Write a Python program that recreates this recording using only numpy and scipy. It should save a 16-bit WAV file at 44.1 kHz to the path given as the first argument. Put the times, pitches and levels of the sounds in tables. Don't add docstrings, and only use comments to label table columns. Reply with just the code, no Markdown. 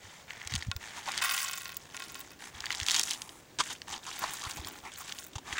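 import sys
import numpy as np
from scipy import signal
from scipy.fft import rfft, irfft
from scipy.io import wavfile
from scipy.ndimage import uniform_filter1d

SR = 44100
rng = np.random.default_rng(int(sys.argv[2]) if len(sys.argv) > 2 else 0)


def store_pcm(level_fs):
    pcm = np.round(np.clip(level_fs, -1, 1) * 32767).astype(np.int16)
    wavfile.write(sys.argv[1], SR, np.atleast_2d(pcm).T)


N = 246519

# (pitch_hz, level_db)
HISS_COLOUR = [(150, -8), (350, -1.5), (550, -10.5), (1200, 0), (2300, -3), (3300, 3.5), (4300, -1.5),
               (5300, -1.5), (6800, 1), (8500, -6), (11000, -16), (13000, -11), (16000, -40)]


def undb(db):
    return 10 ** (np.asarray(db) / 20)


def unit(x):
    return x / np.sqrt(np.mean(x ** 2) + 1e-20)


def add(track, s, sound):
    i = int(np.clip(s * SR, 0, N - 1))
    track[i:i + len(sound)] += sound[:N - i]


def band(x, hz, width_hz):
    hz = min(hz, 0.45 * SR)
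    b, a = signal.iirpeak(hz, hz / min(width_hz, SR / 3), fs=SR)
    return signal.lfilter(b, a, x)


def colour(x, points, size=2048):
    hz, db = np.transpose(points)
    grid_hz = np.linspace(1, SR / 2, size // 2 + 1)
    log_gain = np.log(undb(np.interp(np.log(grid_hz), np.log(hz), db)))
    cepstrum = irfft(log_gain)[:size // 2]
    response = irfft(np.exp(rfft(2 * cepstrum, size)))[:size // 2]
    return signal.fftconvolve(x, response / np.linalg.norm(response))[:len(x)]


def gliding(x, hz, width_hz):
    turn = np.exp(2j * np.pi * np.cumsum(hz) / SR)
    lowpass = signal.butter(2, width_hz / 2, fs=SR, output="sos")
    ring = (signal.sosfilt(lowpass, x / turn) * turn).real
    return unit(ring) * np.sqrt(np.mean(x ** 2))


def gesture(s, length, attack_s, release_s):
    age = np.arange(N) / SR - s
    return np.clip(age / attack_s, 0, 1) * np.exp(-np.clip((age - length) / release_s, 0, 20))


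def grains(rate, spread_db, even_s):
    strength = undb(spread_db * np.minimum(rng.exponential(size=N), 4))
    force = strength * rng.choice([-1, 1], N)
    hits = force * (rng.random(N) < rate / SR)
    span = int(even_s * SR) + 1
    power = uniform_filter1d(uniform_filter1d(hits ** 2, span), span)
    return hits / np.sqrt(np.abs(power) + 1e-6)


def chatter(hits, decay_s, share):
    pole = np.exp(-1 / (decay_s * SR))
    power = signal.lfilter([1 - pole], [1, -pole], hits ** 2)
    scrape = np.sqrt(share * power) * rng.standard_normal(len(hits))
    return np.sqrt(1 - share) * hits + scrape


def husks(hits, low_hz, high_hz, width_share, count=14):
    kind = rng.integers(0, count, N)
    out = np.zeros(N)
    for k, hz in enumerate(np.geomspace(low_hz, high_hz, count)):
        own = chatter(hits * (kind == k), decay_s=0.0015, share=0.78)
        out += band(own, hz, width_share * hz)
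    return out * np.sqrt(np.mean(hits ** 2) / np.mean(out ** 2))


def wall_pitch():
    full_hz, sag_hz_per_s = 1910, 48
    return full_hz - sag_hz_per_s * np.arange(N) / SR


def plastic(x, soft_hz=11000):
    panel_hz, panel_width_hz, panel_db = 3370, 420, -9
    rung = x + undb(panel_db) * band(x, panel_hz, panel_width_hz)
    return undb(-1) * signal.sosfilt(signal.butter(4, soft_hz, fs=SR, output="sos"), rung)


def tray(force, size=8192, count=3):
    # (pitch_hz, width_hz, level_db)
    wood_modes = [(768, 67, -15), (1086, 44, -0.5), (1412, 26, 0.5), (1542, 42, -3.5), (1633, 99, -11),
                  (1910, 90, -4.5), (2226, 47, -8.5), (2546, 40, 1), (3024, 120, -10.5), (3600, 42, -8),
                  (4940, 390, -16)]
    tap = signal.unit_impulse(size)
    spot = rng.integers(0, count, N)
    out = np.zeros(N)
    for k in range(count):
        signs = rng.choice([-1, 1], len(wood_modes))
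        weights = signs * undb(0.5 * rng.standard_normal(len(wood_modes)))
        response = np.zeros(size)
        for weight, (hz, width_hz, db) in zip(weights, wood_modes):
            response += weight * undb(db) * band(tap, hz, width_hz)
        out += signal.fftconvolve(force * (spot == k), response / np.linalg.norm(response))[:N]
    return out


def tilts():
    # (start_s, length_s, husk_hiss_db, fine_sheen_db, hollow_db, wall_db, swell_start_to_end_db, force_spread_db)
    slides = [(0.0, .215, -55.5, -76, -59.5, -57.5, -2.5, 0.5),
              (0.263, 0.22, -54, -84, -57.5, -50, 1.5, 5.5), (0.487, 0.17, -45.5, -74, -54, -47.5, -12, 8),
              (0.791, 0.27, -50, -66, -56, -50, -4.5, 4), (0.943, 0.04, -44, -56, -46, -47.5, 0, 3),
              (1.032, 0.17, -42, -65, -50, -45, 4.5, 5), (1.78, 0.5, -56.5, -68, -62.5, -61, 0, 6.5),
              (2.385, 0.099, -49, -57, -54.5, -50.5, -2, 5.5), (2.517, 0.18, -52, -70, -54, -51.5, 3, 4.5),
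              (2.691, 0.16, -42, -64, -49.5, -49, -5, 6.5), (2.847, 0.15, -34, -45.5, -47, -60, 5.5, 4),
              (3.019, 0.11, -38.5, -46, -52, -60, 7, 6.5), (3.146, 0.25, -60, -56.5, -57, -61, -8, 4.5),
              (3.599, 0.13, -42.5, -54.5, -57.5, -52.5, 4.5, 7),
              (3.863, 0.1, -43, -72, -45.5, -48.5, -2, 6.5), (4.017, 0.16, -45, -56.5, -55.5, -53, 4.5, 6),
              (4.189, 0.11, -41.5, -55, -43.5, -43.5, -4.5, 3.5),
              (4.261, 0.26, -44.5, -54, -52, -50.5, 4, 6), (4.527, 0.262, -51, -67, -54.5, -54.5, -3.5, 8),
              (4.823, 0.037, -51.5, -66, -43, -56, 4, 5.5), (4.897, 0.069, -48.5, -72, -67, -56.5, -2, 7),
              (4.965, 0.15, -48.5, -69, -55.5, -54.5, 8, 6), (5.14, 0.098, -49, -55, -77, -70, -1, 9.5),
              (5.435, 0.099, -49, -65, -47.5, -47.5, 9, 1.5)]
    # (hiss_db, sheen_db, hollow_db, wall_db)
    creep_db = (-64, -80, -68, -64.5)
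    creep_spread_db = 3.5
    t = np.arange(N) / SR
    power = np.outer(undb(creep_db), np.ones(N)) ** 2
    grit = creep_spread_db * power[0]
    for s, length, hiss_db, sheen_db, hollow_db, wall_db, swell_db, spread_db in slides:
        progress = np.clip((t - s) / length, 0, 1)
        motion = gesture(s, length, attack_s=0.032, release_s=0.023)
        motion = motion * undb(swell_db * (progress - 0.5))
        own = np.outer(undb([hiss_db, sheen_db, hollow_db, wall_db]), motion) ** 2
        power = power + own
        grit = grit + spread_db * own[0]
    return (*np.sqrt(power), grit / power[0])


def sliding():
    # (pitch_hz, level_db)
    hollow_colour = [(150, -8.5), (380, -5.5), (540, -24), (700, -1.5), (840, 4.5), (1000, 3), (1200, 2),
                     (1450, -4.5), (2200, -18.5), (6000, -35)]
    # (pitch_hz, level_db)
    wall_colour = [(500, -17.5), (1100, -25.5), (1450, 6), (1750, 5.5), (2000, 3), (2350, 4.5),
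                   (3000, -8.5), (6000, -29)]
    sheen_hz, sheen_width_hz = 8500, 6200
    hiss_gain, sheen_gain, hollow_gain, wall_gain, grit_db = tilts()
    hits = grains(rate=3000, spread_db=grit_db, even_s=0.018)
    rub = chatter(hits, decay_s=0.00078, share=0.83)
    seeds = husks(hits, low_hz=1460, high_hz=12260, width_share=0.38)
    crackle = undb(-2.5) * seeds + undb(-22) * rub
    hiss = colour(crackle * hiss_gain, HISS_COLOUR)
    skating = band(band(rub, sheen_hz, sheen_width_hz), sheen_hz, sheen_width_hz)
    sheen = sheen_gain * unit(skating)
    hollow = colour(rub * hollow_gain, hollow_colour)
    wall = undb(-3) * colour(rub, wall_colour) + undb(-12) * gliding(rub, wall_pitch(), width_hz=480)
    return hiss + sheen + hollow + wall * wall_gain


def pouring():
    # (start_s, length_s, husk_db, wood_db)
    pours = [(1.212, 0.56, -35.5, -29), (1.935, 0.16, -52.5, -50), (2.088, 0.036, -57.5, -53.5),
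             (2.147, 0.089, -52, -50.5), (2.302, 0.0085, -48, -44)]
    # (pitch_hz, level_db)
    husk_colour = [(150, -39), (550, -33), (900, 3), (1800, 1), (3200, 1), (4300, -1), (6000, 1.5),
                   (8000, -0.5), (11000, -3.5), (16000, -7)]
    hold_s, thin_db_per_s = 0.18, 46
    cover_db_per_s = 49
    straggler_rate, stream_rate = 380, 1900
    flow, wood = np.zeros((2, N))
    for s, length, husk_db, wood_db in pours:
        age = np.maximum(np.arange(N) / SR - s, 0)
        stream = gesture(s, length, attack_s=0.0062, release_s=0.013)
        flow += stream * undb(husk_db - thin_db_per_s * np.maximum(age - hold_s, 0))
        wood += stream * undb(wood_db - cover_db_per_s * age)
    rate = straggler_rate + stream_rate * (flow / flow.max()) ** 2
    hits = grains(rate, spread_db=5, even_s=0.03)
    seeds = husks(hits, low_hz=2000, high_hz=14000, width_share=0.2)
    scrape = chatter(hits, decay_s=0.0005, share=0.8)
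    patter = undb(-1) * seeds + undb(-8) * scrape
    return colour(patter * flow, husk_colour) + tray(hits * wood)


def topping_up():
    # (start_s, length_s, level_db)
    spurts = [(4.18, 0.043, -44), (4.3, 0.066, -45.5), (4.45, 0.15, -52), (4.649, 0.023, -48),
              (4.71, 0.097, -56), (4.96, .055, -51), (5.067, .2, -55)]
    # (pitch_hz, level_db)
    tick_colour = [(1000, -29), (4000, -27), (7000, 7), (10000, 2), (13000, 3), (16000, -1)]
    flow = np.zeros(N)
    for s, length, db in spurts:
        flow += undb(db) * gesture(s, length, attack_s=0.012, release_s=0.015)
    hits = grains(rate=960, spread_db=8, even_s=0.17) * flow
    scrape = chatter(hits, decay_s=0.002, share=1.0)
    seeds = husks(hits, low_hz=3000, high_hz=14900, width_share=0.12)
    ticks = undb(-1) * scrape + undb(-2) * seeds
    return undb(-2) * colour(ticks, tick_colour) + undb(-3) * tray(hits)


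def slumps(size=4410):
    # (start_s, length_s, level_db, hollow_db, hollow_pitch_hz)
    jolts = [(1.076, 0.017, -47, 13, 920), (3.587, 0.024, -29.5, -8, 1090),
             (3.601, 0.0065, -28.5, 3.5, 1080), (3.699, 0.022, -41, -3, 900), (3.924, 0.011, -39, -3, 925),
             (4.066, 0.029, -46.5, 4, 1130), (4.2265, 0.0018, -45.5, 11, 1150),
             (4.238, 0.00093, -41, 17, 1030), (4.431, .041, -49, 8.5, 1120), (4.573, 0.014, -44, 0.5, 856),
             (4.667, .015, -53, 9.5, 1100), (4.851, 0.048, -61.5, 13.5, 2140),
             (4.997, 0.022, -57, 9.5, 1140), (5.332, 0.0021, -48, -21, 1100), (5.355, 0.006, -38, -2, 865),
             (5.382, 0.0013, -39.5, 2, 900), (5.526, 0.0083, -37, -15, 1580),
             (5.554, 0.021, -47, 8.5, 1620), (5.5805, 0.0015, -36, 13.5, 1750)]
    hiss, hollow = np.zeros((2, N))
    t = np.arange(size) / SR
    for s, length, db, hollow_db, hz in jolts:
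        jolt = undb(db) * np.exp(-np.maximum(t - length, 0) / 0.0052)
        rub = rng.standard_normal(size)
        main_ring = band(band(rub, hz, 0.28 * hz), hz, 0.64 * hz)
        upper_ring = band(band(rub, 1.29 * hz, 0.5 * hz), 4.2 * hz, hz)
        add(hiss, s, jolt * rng.standard_normal(size))
        add(hollow, s, jolt * undb(hollow_db) * unit(main_ring + 0.78 * upper_ring))
    return plastic(colour(hiss, HISS_COLOUR) + hollow)


def clicks(size=1024, count=132):
    # (start_s, level_db, pitch_hz)
    cracks = [(0.306, -29, 2140), (.4157, -33.5, 2040), (.4737, -25, 4800), (0.5381, -22.5, 3800),
              (0.5527, -21.5, 4940), (0.5599, -22.5, 3680), (0.624, -28.5, 2100), (1.1184, -26.5, 5260),
              (1.177, -19.5, 4400), (1.186, -26.5, 3370), (1.967, -28.5, 5070), (1.974, -33, 2600),
              (2.0393, -34, 6300), (2.1447, -32.5, 5540), (2.605, -27, 4400), (2.641, -27.5, 1820),
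              (2.6574, -25, 4700), (2.6656, -27, 2600), (2.705, -20, 2230), (2.718, -27, 3580),
              (2.7254, -24.5, 4480), (2.7486, -26, 3740), (2.8006, -23, 3460), (2.8127, -27, 3700),
              (2.8311, -25, 4320), (2.8646, -21.5, 3950), (2.885, -15, 4080), (2.898, -18.5, 3600),
              (2.909, -16, 3800), (2.9152, -17, 4570), (2.9326, -29, 4110), (2.9441, -15.5, 5000),
              (2.9499, -18.5, 3780), (2.963, -15.5, 4460), (2.9951, -13, 6600), (3.0132, -21.5, 5900),
              (3.0325, -20.5, 5470), (3.0357, -20, 5740), (3.109, -18, 6440), (3.2187, -25.5, 5200),
              (3.2923, -34.5, 3270), (3.602, -23.5, 1630), (3.6087, -19, 1570), (3.818, -30.5, 3000),
              (4.438, -31, 4320), (4.5102, -28.5, 5600), (4.647, -30.5, 3500), (4.6718, -29.5, 6600),
              (5.094, -33.5, 3200), (5.1228, -26, 3600), (5.187, -30.5, 4430), (5.5268, -24.5, 2270),
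              (5.5701, -31, 2700), (5.5839, -21.5, 1990)]
    # (start_s, wood_db, contact_db, bright_snap_db)
    blows = [(0.7145, -29.5, -23, -70), (.7642, -43, -32, -40.5), (1.0865, -31, -31, -64),
             (1.2185, -29, -38, -60), (1.311, -53, -26.5, -48), (1.378, -33, -24, -39),
             (1.416, -36, -50, -34), (1.474, -39, -36, -51), (1.5366, -34, -29.5, -50),
             (1.581, -41, -45, -33), (1.656, -38.5, -31, -52), (1.6928, -38.5, -38, -56),
             (1.7194, -41.5, -40, -45), (1.7681, -66, -35, -29.5), (1.9454, -35.5, -46, -65),
             (2.0024, -36, -38, -62), (2.022, -34.5, -35.5, -53), (2.154, -36.5, -42, -44),
             (2.204, -45, -48, -35.5)]
    # (pitch_hz, level_db)
    snap_colour = [(1000, -51), (4000, -40), (7000, 19), (11000, 3), (16000, 16)]
    base_snap_db, base_hz, snap_db_per_octave = -27, 4000, 5
    knock_db = -24.5
    blow_hz = 3550
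    contacts = []
    for s, db, hz in cracks:
        snap_db = db + base_snap_db + snap_db_per_octave * np.log2(hz / base_hz)
        contacts.append((s, db, hz, snap_db, db + knock_db))
    for s, wood_db, db, snap_db in blows:
        contacts.append((s, db, blow_hz, snap_db, wood_db))
    body, snap, knock = np.zeros((3, N))
    t = np.arange(size) / SR
    strength = np.sqrt(count)
    for s, db, hz, snap_db, wood_db in contacts:
        fade = np.exp(-(t / 0.0016) ** 2) + 0.25 * np.exp(-t / 0.002)
        crunch = rng.standard_normal(size) * fade
        force = crunch + 2.3 * signal.unit_impulse(size)
        broad = band(band(force, hz, 1.37 * hz), hz, 1.3 * hz)
        ring = broad + undb(-5.5) * band(force, 0.956 * hz, 0.057 * hz)
        add(body, s, strength * undb(db - 5.5) * ring / np.linalg.norm(ring))
        split = rng.standard_normal(size) * np.exp(-(t / 0.003) ** 2)
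        add(snap, s, strength * undb(snap_db - 0.5) * split / np.linalg.norm(split))
        add(knock, s, [strength * undb(wood_db)])
    wall = undb(-16) * gliding(body, wall_pitch(), width_hz=570)
    return plastic(body) + wall + colour(snap, snap_colour) + tray(knock)


def bumps():
    # (start_s, peak_db, pitch_hz, t60_s)
    pushes = [(.039, -45.5, 100, 0.11), (0.453, -37, 85, 0.06), (0.516, -32.5, 113, 0.07),
              (0.54, -34, 124, 0.11), (.541, -29, 213, 0.016), (0.555, -28.5, 78.6, 0.13),
              (0.662, -32, 111, 0.045), (0.678, -26, 94.6, 0.073), (0.681, -30.5, 200, 0.011),
              (0.752, -25.5, 79.5, 0.033), (2.54, -40, 75, 0.097), (2.6, -43, 70, .06),
              (2.811, -29.5, 88, 0.044), (3.901, -45.5, 80, .08), (4.462, -30.5, 93, 0.014),
              (4.561, -46, 140, 0.11), (4.585, -30, 71, 0.073), (4.645, -42.5, 94, .083),
              (5.354, -27, 104, 0.016), (5.521, -35, 85.4, 0.025)]
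    out = np.zeros(N)
    t = np.arange(SR // 5) / SR
    for s, db, hz, t60 in pushes:
        swing = np.sin(2 * np.pi * hz * t) * np.exp(-np.log(1000) * t / t60)
        thud = np.convolve(swing, np.hanning(int(SR / hz)))
        add(out, s, undb(db) * thud / np.abs(thud).max())
    return undb(4) * band(band(out, 160, 260), 160, 260)


def low_rubbing():
    # (middle_s, half_width_s, level_db)
    rubs = [(.55, 0.048, -61), (2.15, 0.33, -63), (3.5, 0.99, -63.5), (4.65, 0.13, -53.5),
            (5.35, 0.27, -60.5)]
    t = np.arange(N) / SR
    swells = np.zeros(N)
    for s, width, db in rubs:
        swells += undb(db) * np.exp(-((t - s) / width) ** 2)
    return unit(band(band(rng.standard_normal(N), 296, 210), 296, 210)) * swells


def garden():
    # (pitch_hz, level_db)
    air_colour = [(25, -19), (70, -3.5), (140, -3.5), (320, -10.5), (600, -8), (1200, -17.5), (3000, -23.5),
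                  (7000, -22), (11000, -28), (16000, -31)]
    air_db, rumble_db = -58.5, -84
    t = np.arange(N) / SR
    gusts = rng.standard_normal(size=40)
    gust = np.interp(t, np.linspace(0, t[-1], len(gusts)), gusts)
    air = unit(colour(rng.standard_normal(N), air_colour)) * undb(air_db + 0.62 * gust)
    rumble = unit(band(band(rng.standard_normal(N), 82, 57), 82, 57)) * undb(rumble_db + 3.3 * gust)
    return air + rumble


def feeder(x):
    # (delay_ms, level_db)
    echoes = [(1.13, -20), (1.91, -22.5), (3.07, -17.5), (4.6, -19)]
    treble = signal.sosfilt(signal.butter(2, 2500, "high", fs=SR, output="sos"), x)
    out = x.copy()
    for ms, db in echoes:
        add(out, ms / 1000, undb(db) * treble)
    return undb(-0.05) * out


def scene():
    seeds = sliding() + pouring() + topping_up() + slumps() + clicks()
    return (feeder(seeds) + bumps() + low_rubbing() + garden())[None]


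def record(dry):
    dip_hz, dip_width_hz, dip_depth = 12600, 4100, 0.43
    port_hz, port_width_hz, port_db = 15300, 2000, 7.5
    top_hz = 16000
    dipped = dry - dip_depth * band(dry, dip_hz, dip_width_hz)
    ring = band(band(dipped, port_hz, port_width_hz), port_hz, port_width_hz)
    bright = dipped + undb(port_db) * ring
    cutoff = signal.ellip(10, 0.2, 80, top_hz, fs=SR, output="sos")
    return signal.sosfilt(cutoff, bright)


dry = scene()
out = record(dry)
store_pcm(out)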